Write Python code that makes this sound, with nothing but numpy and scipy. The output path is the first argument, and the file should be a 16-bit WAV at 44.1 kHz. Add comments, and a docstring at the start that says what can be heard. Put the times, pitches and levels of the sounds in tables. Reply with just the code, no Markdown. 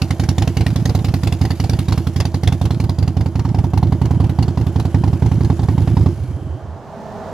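"""A big V-twin motorcycle idles through two short open pipes as the microphone moves round to the far side.
The leading cylinder fires on every beat; the trailing one follows 39 ms later and often misfires.
Flushed with fresh charge it then burns hard, and each hard burn leaves spent gas that weakens the next.
Valves tick, the drive whirrs, air brushes the microphone, and the hardest burns ring the pipe wall.
Switched off, the engine pumps a few last strokes; the drone and tyre noise of distant traffic swell up."""
import sys
import numpy as np
from scipy import signal
from scipy.fft import rfft, irfft, next_fast_len
from scipy.io import wavfile
from scipy.ndimage import uniform_filter1d, map_coordinates

SR = 44100
rng = np.random.default_rng(int(sys.argv[2]) if len(sys.argv) > 2 else 0)


def wrap_up_sound(samples):
    """Save the sound to the file named by the first command line argument, as 16-bit audio."""
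    columns = np.atleast_2d(samples).T
    # keep every value between -1 and 1, then stretch to whole-number steps
    tamed = np.clip(columns, -1, 1)
    steps = np.round(tamed * 32767).astype(np.int16)
    wavfile.write(sys.argv[1], SR, steps)


N = 323238


def amp(db):
    """Decibels to gain."""
    return 10 ** (np.asarray(db) / 20)


def unit(x):
    """Scale to rms 1."""
    return x / np.sqrt(np.mean(x ** 2) + 1e-20)


def along(points, hz):
    """Interpolate (frequency, value) points on a log axis."""
    freqs, values = np.transpose(points)
    return np.interp(np.log(hz + 1), np.log(freqs + 1), values)


def curves(rows):
    """One value per sample for each column after the time."""
    times, *cols = np.transpose(rows)
    return [np.interp(np.arange(N) / SR, times, col) for col in cols]


def filtered(x, response):
    """Apply a complex frequency response."""
    size = next_fast_len(N + SR // 2)
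    return irfft(rfft(x, size) * response(np.fft.rfftfreq(size, 1 / SR)), size)[..., :N]


def add(track, s, sound):
    """Mix a sound into a track at time s."""
    part = track[max(round(s * SR), 0):][:len(sound)]
    part += sound[:len(part)]


def age():
    """Time axis of one stroke [s]."""
    return np.arange(SR // 5) / SR


def wobble(rate_hz):
    """Smooth random curve."""
    knots = rng.standard_normal(int(N * rate_hz / SR) + 4)
    return map_coordinates(knots, [np.arange(N) * rate_hz / SR])


# Left-right likeness: (frequency [Hz], correlation [0-1])
COHERENCE = [(100, 0.7), (600, 1), (2000, 0.76), (5000, 0.62), (12000, 0.49)]

def noise(spectrum):
    """Stereo noise, rms 1, rolled off beyond the ends of its spectrum."""
    def response(hz):
        angle = np.arccos(np.clip(along(COHERENCE, hz), -1, 1)) / 2
        skirts = 1 / (1 + (spectrum[0][0] / (hz + 1)) ** 4) / (1 + (hz / spectrum[-1][0] / 2) ** 4)
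        return amp(along(spectrum, hz)) * skirts * np.array([np.cos(angle), np.sin(angle)])
    mid, side = filtered(rng.standard_normal((2, N)), response)
    return unit(np.array([mid + side, mid - side]))


def narrow_noise(hz, width_hz):
    """Noise-driven resonance, rms 1."""
    return unit(filtered(rng.standard_normal(N), lambda f: 1 / (1 + (2 * (f - hz) / width_hz) ** 2)))


def turbulence(spectrum, patchy_db, spiky_db):
    """Jet noise of tiny shocks, with narrow resonances that shift from blast to blast."""
    bins = signal.stft(noise(spectrum), nperseg=512)[2]
    patches = uniform_filter1d(rng.standard_normal(bins.shape[1:]), size=3, axis=0)
    patches = uniform_filter1d(patches, size=24, axis=1)
    coloured = signal.istft(bins * amp(patchy_db * unit(patches)), nperseg=512)[1][:, :N]
    return unit(coloured * amp(spiky_db * wobble(1500)))


def burst(rise_s, decay_s, tail_db, tail_s):
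    """Envelope: quick swell, quick fall, tail of scatter from ground and frame."""
    t = age()
    after = np.maximum(t - rise_s, 0)
    fall = np.hypot(np.exp(-after / decay_s), amp(tail_db) * np.exp(-after / tail_s))
    return np.minimum(t / rise_s, 1) ** 2 * fall


def ring(modes, t, warped_t):
    """Damped pipe modes, slightly different on every stroke."""
    detune = 1 + rng.normal(0, .01)
    gains = amp(rng.normal(0, .8, len(modes)))
    return -sum(gain * amp(db - 60 * t / t60) * np.sin(2 * np.pi * hz * detune * warped_t)
                for gain, (hz, db, t60) in zip(gains, modes))


def blowdown(modes, attack_s, shut_s, rise, choke_db, fade_db_per_s):
    """A gas slug rings the pipe; the closing valve cuts off the cylinder: pitch jumps, ring fades."""
    t = age()
    shut = (1 + np.tanh((t - shut_s) / 0.00094)) / 2
    since_shut = np.cumsum(shut) / SR
    swell = 1 - np.exp(-t / attack_s)
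    fade = amp(-choke_db * shut - fade_db_per_s * since_shut)
    return swell * fade * ring(modes, t, t + rise * since_shut)


# Hunting idle: (time [s], crank speed [rpm])
IDLE_SPEED = [(0.0, 1364), (0.3, 1295), (0.8, 1251), (1.2, 1280), (1.3, 1352), (1.6, 1256), (2.5, 1341),
              (2.7, 1279), (3.2, 1324), (3.3, 1251), (4.0, 1289), (5.7, 1298), (5.8, 1244), (6.1, 1324)]
FIRST_BEAT_S, IGNITION_OFF_S = .016, 6.1

def beats():
    """Leading-cylinder firing times: every second crank turn until ignition off."""
    t = np.arange(N) / SR
    rpm, = curves(IDLE_SPEED)
    cycles = np.cumsum(rpm) / SR / 120
    first, last = np.interp([FIRST_BEAT_S, IGNITION_OFF_S], t, cycles)
    return np.interp(np.arange(first, last), cycles, t)


# Exhaust on the walk round the machine, which shades the treble:
# (time [s], boom [dB], leading crack [dB], trailing crack [dB])
WALK_LEVELS = [(0, 3.5, -22.5, -29.5), (1.1, 4, -22.5, -28.5), (2.6, 2.7, -28, -31.5), (3.3, 3, -35.5, -36),
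               (3.7, 6, -34.5, -30.5), (4.8, 4.5, -34, -42.5), (5.3, 5.5, -39, -37), (6.0, 6.5, -38, -38.5)]
BOOM_SCATTER_DB, CRACK_SCATTER_DB = 1.22, 1

def burn_levels(s):
    """Boom and both crack levels [dB] at time s, with burn-to-burn scatter."""
    times, *cols = np.transpose(WALK_LEVELS)
    scatter_db = rng.standard_normal(3) * [BOOM_SCATTER_DB, CRACK_SCATTER_DB, CRACK_SCATTER_DB]
    return np.array([np.interp(s, times, col) for col in cols]) + scatter_db


# Leading pipe, valve open, then shut: (frequency [Hz], level [dB], t60 [s])
LEAD_OPEN_MODES = [(96.6, 0, 0.073), (128.5, -11.5, 0.26), (155.4, -2.5, 0.042), (259.6, -14.5, 0.1),
                   (346, -6.5, 0.016), (731, -4.5, .011), (1086, -21.5, 0.027)]
LEAD_SHUT_MODES = [(85.6, -20.5, 0.34), (166, -66, 0.11), (256, -39, 0.11), (330.7, -25.5, 0.16)]

def leading_cylinder():
    """Fires on every beat. Returns pipe boom, rasp envelope, crack envelope."""
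    boom, rasp, crack = np.zeros((3, N))
    t = age()
    bark = burst(rise_s=0.0016, decay_s=0.0088, tail_db=-5, tail_s=0.018)
    jet = burst(rise_s=0.0052, decay_s=0.0024, tail_db=-7, tail_s=0.014)
    for s in beats():
        boom_db, crack_db, _ = burn_levels(s)
        blast = blowdown(LEAD_OPEN_MODES, attack_s=0.0076, shut_s=0.02962, rise=0.75,
                         choke_db=10.5, fade_db_per_s=306)
        add(boom, s, amp(boom_db) * blast)
        add(boom, s + .0302, amp(boom_db) * ring(LEAD_SHUT_MODES, t, t))
        add(rasp, s, amp(boom_db - 30.5) * bark)
        add(crack, s - .0005, amp(crack_db) * jet)
    return np.array([boom, rasp, crack])


def piston_push(hz, length_s, rise):
    """The piston expels gas; the hoot rises as the cylinder volume shrinks, until the valve shuts."""
    t = age()
    travel = np.minimum(t / length_s, 1.4)
    pitch_hz = hz * (1 + rise * travel ** 4)
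    flow = (1 - np.exp(-t / 0.0023)) * (1 - np.tanh((t - length_s) / 0.0014)) / 2
    return -flow * np.sin(2 * np.pi * np.cumsum(pitch_hz) / SR)


# Trailing strokes that misfire, and that barely catch: (time [s])
MISFIRES_S = [.05, .14, .32, .51, 1.17, 1.36, 1.54, 1.83, 2.01, 2.1, 2.29, 2.38, 2.56, 2.93, 3.11, 3.3,
              3.68, 3.96, 4.33, 4.52, 4.7, 4.89, 5.17, 5.54, 6.1]
PARTIAL_BURNS_S = [.8, 4.98]
PARTIAL_STRENGTH = 0.067
FOULING = 0.8  # share of a burn's strength taken from the next

def trailing_burns():
    """Spent gas weakens the next burn. Yields (time [s], strength [0-1], misfired, extra crack [dB])."""
    strength = 0
    for s in beats() + TRAIL_LAG_S:
        now = lambda when: abs(when - s) < .03
        misfired = any(map(now, MISFIRES_S))
        extra_db = [db for when, db, *_ in HARD_BURNS if now(when)]
        if misfired:
            strength = 0
        elif extra_db:
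            strength = 1
        elif any(map(now, PARTIAL_BURNS_S)):
            strength = PARTIAL_STRENGTH
        else:
            strength = 1 - FOULING * strength
        yield s, strength, misfired, sum(extra_db)


# Trailing pipe, valve open: (frequency [Hz], level [dB], t60 [s])
TRAIL_OPEN_MODES = [(85.8, 0.5, 0.081), (208.9, -17, 0.13), (294.8, -20.5, 0.09), (785, -18.5, 0.029)]
TRAIL_LAG_S, LAG_SCATTER_S = .0388, 0.0009
TRAIL_BOOM_DB, WEAK_BOOM_DB, MISFIRE_BOOM_DB, WEAK_CRACK_DB = -3, -2.5, -13.5, -14
BLOWDOWN_SHARE = 0.65  # of a full burn's boom

def trailing_cylinder():
    """A weak burn cracks little, a misfire not at all; the piston pushes out the remaining gas."""
    boom, rasp, crack = np.zeros((3, N))
    bark = burst(rise_s=0.0027, decay_s=0.013, tail_db=3.5, tail_s=0.018)
    jet = burst(rise_s=.0045, decay_s=.005, tail_db=-4, tail_s=.01)
    pumping = amp(-9) * piston_push(hz=94.3, length_s=0.0332, rise=1.44)
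    for s, strength, misfired, extra_db in trailing_burns():
        boom_db, _, crack_db = burn_levels(s)
        boom_db += TRAIL_BOOM_DB + WEAK_BOOM_DB * (1 - strength) + MISFIRE_BOOM_DB * misfired
        crack_db += extra_db + WEAK_CRACK_DB * (1 - strength)
        share = BLOWDOWN_SHARE * strength
        blast = blowdown(TRAIL_OPEN_MODES, attack_s=0.0015, shut_s=0.0177, rise=0.58,
                         choke_db=-1.5, fade_db_per_s=278)
        s += LAG_SCATTER_S * rng.standard_normal()
        add(boom, s, amp(boom_db) * (share * blast + (1 - share) * pumping))
        if not misfired:
            add(rasp, s, amp(.5 * boom_db + 0.63 * crack_db - 12) * bark)
            add(crack, s, amp(crack_db) * jet)
    return np.array([boom, rasp, crack])


# Pipe-mouth turbulence; bark on the pipe side and far side: (frequency [Hz], density [dB])
CRACK_SPECTRUM = [(820, -5), (1400, 0), (1680, -4), (2120, 3.5), (2440, -7), (2780, 2.5), (3170, -4),
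                  (3480, 1.5), (3970, -1.5), (4520, 1.5), (7570, -11.5), (8290, -19), (9560, -11.5),
                  (12100, -14), (15700, -25)]
NEAR_RASP_SPECTRUM = [(250, -3), (480, -1), (600, -9), (750, 0.5), (900, -7.5), (1300, -14), (2500, -19.5)]
FAR_RASP_SPECTRUM = [(250, 3), (400, 3), (560, -10), (900, 3.5), (1080, -8), (1350, -14), (1950, -15.5),
                     (2600, -21)]
# Passage through the pipes' rearward treble beam: (time [s], gain [dB])
TREBLE_BEAM = [(0, 1.5), (2.3, 4.5), (3.8, 3)]
BEAM_ABOVE_HZ = 6000

def exhaust():
    """Both cylinders vent into their pipes: boom, rasp and a crack of turbulence."""
    boom, rasp, crack = leading_cylinder() + trailing_cylinder()
    jet = turbulence(CRACK_SPECTRUM, patchy_db=4.5, spiky_db=2.5)
    treble = filtered(jet, lambda hz: 1 / (1 + (BEAM_ABOVE_HZ / (hz + 1)) ** 8))
    beam_db, = curves(TREBLE_BEAM)
    jet += (amp(beam_db) - 1) * treble
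    crossed, = curves([(2.6, 0), (3.7, 1)])  # pipe side to far side
    near = np.sqrt(1 - crossed) * turbulence(NEAR_RASP_SPECTRUM, patchy_db=2, spiky_db=1)
    far = np.sqrt(crossed) * turbulence(FAR_RASP_SPECTRUM, patchy_db=2, spiky_db=1)
    return boom + rasp * (near + far) + crack * jet


# Valve on its seat, at idle and slowing: (frequency [Hz], density [dB])
TICK_SPECTRUM = [(1500, -25), (2700, -10), (3150, -2), (3600, -6), (5200, 6.5), (8000, -10), (11000, -4),
                 (15000, -16)]
LAST_TAP_SPECTRUM = [(2800, -4), (4500, -3), (8000, -3), (12000, 0), (15000, -10)]
# Taps as the engine slows: (time [s])
LAST_TAPS_S = [6.141, 6.169, 6.283, 6.364, 6.431]
LEAD_TAP_S, TRAIL_TAP_S = .027, .067  # after the beat

def valves(idle_db):
    """Valves tap their seats twice a beat, and a few more times after ignition off."""
    taps, last_taps = np.zeros((2, N))
    tap = burst(rise_s=0.0022, decay_s=0.00092, tail_db=-19, tail_s=0.0082)
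    for s in beats():
        add(taps, s + LEAD_TAP_S, amp(6 + rng.normal(0, 2.5)) * tap)
        add(taps, s + TRAIL_TAP_S, amp(rng.normal(0, 2.5)) * tap)
    for s in LAST_TAPS_S:
        add(last_taps, s, amp(-48) * tap)
    return amp(idle_db) * taps * noise(TICK_SPECTRUM) + last_taps * noise(LAST_TAP_SPECTRUM)


# Drive whirr and mechanical hiss: (frequency [Hz], density [dB])
WHIRR_SPECTRUM = [(210, -28), (350, 7.5), (424, -3), (466, -9), (546, -3.5), (1350, -16.5), (1510, -15.5),
                  (2150, -28), (3140, -27), (3510, -34.5), (6040, -32), (13400, -43.5), (15700, -53)]
HISS_SPECTRUM = [(880, -43), (1500, -0.5), (2430, -2), (5540, -5), (7010, -4.5), (8280, -11), (10600, -6.5),
                 (13400, -11), (15200, -34), (15700, -49)]
# Mechanical noise: (time [s], whirr gain [dB], hiss and tick gain [dB])
MACHINE_GAINS = [(0, -33.5, -43), (1.9, -36.5, -42.5), (3.2, -36.5, -50.5), (4.2, -29.5, -49),
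                 (5.85, -29.5, -43), (6.2, -31.5, -46), (6.6, -30, -61), (6.8, -42, -63)]

def mechanics():
    """Chain, gears and cams whirr and the cooling fins ring along, with hiss and valve ticks."""
    whirr_db, hiss_db = curves(MACHINE_GAINS)
    ticks = valves(hiss_db)
    clatter = amp(2 * wobble(130)) * turbulence(HISS_SPECTRUM, patchy_db=2.5, spiky_db=1)
    drive = amp(-6.5) * noise(WHIRR_SPECTRUM)
    fins = amp(-29) * narrow_noise(hz=3130, width_hz=250)
    fade, = curves([(6.45, 0.79), (6.78, 0.24)])  # engine stops
    return fade * (amp(whirr_db) * (drive + fins) + amp(hiss_db - 3) * clatter + ticks)


# Air on the microphone: (frequency [Hz], density [dB])
BREEZE_SPECTRUM = [(18, 0), (40, 2), (70, -7), (140, -47)]

def breeze():
    """Moving air rumbles unevenly on the microphone."""
    return amp(-44 + 2.5 * wobble(9)) * noise(BREEZE_SPECTRUM)


# Hardest trailing burns: (time [s], extra crack [dB], ring frequency [Hz], ring level [dB])
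HARD_BURNS = [(1.271, 4.5, 4730, -30), (1.733, -4, 4600, -25), (1.927, 4, 4400, -23), (2.202, 9, 3620, -37),
              (2.474, 8, 3390, -14.5), (4.431, 7.5, 4250, -29), (4.801, 12, 3940, -27)]

def pipe_wall():
    """The hardest burns ring a close pair of modes in the thin steel wall."""
    pings, t = np.zeros(N), age()
    envelope = burst(rise_s=0.001, decay_s=0.0033, tail_db=-19.5, tail_s=0.019)
    for s, _, hz, db in HARD_BURNS:
        pair = np.sin(2 * np.pi * hz * t) + 0.55 * np.sin(2 * np.pi * hz * 1.07 * t)
        add(pings, s, amp(db) * envelope * pair)
    return pings


# Unfired strokes: (time [s], level [dB], length [s])
COAST_STROKES = [(6.111, -23, 0.028), (6.153, -17.5, 0.033), (6.2, -13.5, 0.043), (6.281, -14.5, 0.031),
                 (6.329, -14, 0.042), (6.404, -20, 0.025), (6.444, -16.5, 0.029), (6.489, -15.5, 0.07),
                 (6.621, -23, 0.035), (6.673, -21, 0.089)]
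# Pipe while coasting, valve shut: (frequency [Hz], level [dB], t60 [s])
COAST_MODES = [(127.4, -7, 0.35), (295, -11, 0.11)]

def run_down():
    """Ignition off: the slowing pistons pump air; the pipe rings on after each valve shuts."""
    puffs, t = np.zeros(N), age()
    for s, db, length_s in COAST_STROKES:
        add(puffs, s, amp(db - 67 * t) * piston_push(hz=76.5, length_s=length_s, rise=0.05 / length_s))
        add(puffs, s + length_s, amp(db - 65 * length_s) * ring(COAST_MODES, t, t))
    return puffs


# Traffic swell: (time [s], gain [dB])
TRAFFIC_GAIN = [(0, -41.5), (6.4, -46), (6.65, -38.5), (6.8, -37.5), (7.0, -33.5), (7.15, -32),
                (7.33, -30.5)]
# Tyres on the road: (frequency [Hz], density [dB])
TYRE_SPECTRUM = [(40, 1), (100, 3), (200, 5.5), (290, -4.5), (400, -2), (520, -1), (800, 0.5), (1100, -8),
                 (1600, -15), (2400, -26), (6500, -31.5), (9000, -40), (15000, -47)]
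# Far motors: (frequency [Hz], width [Hz], level [dB])
MOTOR_BANDS = [(95.1, 5, -5), (211, 10, -13), (402.6, 9.1, -8), (647, 41, -4), (864, 58, -15.5),
               (1760, 70, -27.5)]

def traffic():
    """Tyre roar and hum of far motors, rising as the recorder's gain recovers after the engine stops."""
    gain_db, = curves(TRAFFIC_GAIN)
    hum_db, = curves([(6.75, -4), (7.05, -2)])
    hum = sum(amp(db) * narrow_noise(hz, width_hz) for hz, width_hz, db in MOTOR_BANDS)
    tyres = amp(1) * noise(TYRE_SPECTRUM)
    pan = amp([[-1.3], [1.3]])
    return amp(gain_db) * (tyres + amp(hum_db) * hum) * pan


# Motorcycle's stereo balance: (frequency [Hz], left minus right [dB])
BALANCE = [(60, -4.9), (130, -4.3), (290, -3.3), (640, -2.2), (1300, -3.2), (2600, .3), (5500, -1),
           (9000, -2.2), (14000, -1)]
LEFT_DELAY_S, BASS_CUT_HZ = 2.6e-5, 44

def scene():
    """The motorcycle arrives louder and sooner on the right; a steep low cut takes its deep bass."""
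    def to_microphone(hz):
        balance = amp(along(BALANCE, hz))
        half_delay = np.exp(-1j * np.pi * hz * LEFT_DELAY_S)
        low_cut = 1 / (1 + (BASS_CUT_HZ / (hz + 1)) ** 6)
        return 2 * low_cut / (1 + balance) * np.array([balance * half_delay, 1 / half_delay])
    motorcycle = exhaust() + mechanics() + pipe_wall() + run_down()
    return filtered(motorcycle, to_microphone) + breeze() + traffic()


LOW_CUT_HZ, TOP_HZ, PEAK_LIMIT = 60, 15850, 1.05

def record(dry):
    """Microphone low cut, soft peak limit, steep band edge."""
    thin = signal.sosfilt(signal.butter(2, LOW_CUT_HZ, "high", fs=SR, output="sos"), dry)
    limited = thin / (1 + np.abs(thin / PEAK_LIMIT) ** 8) ** (1 / 8)
    return filtered(limited, lambda hz: hz < TOP_HZ)


dry = scene()
out = record(dry)
wrap_up_sound(out)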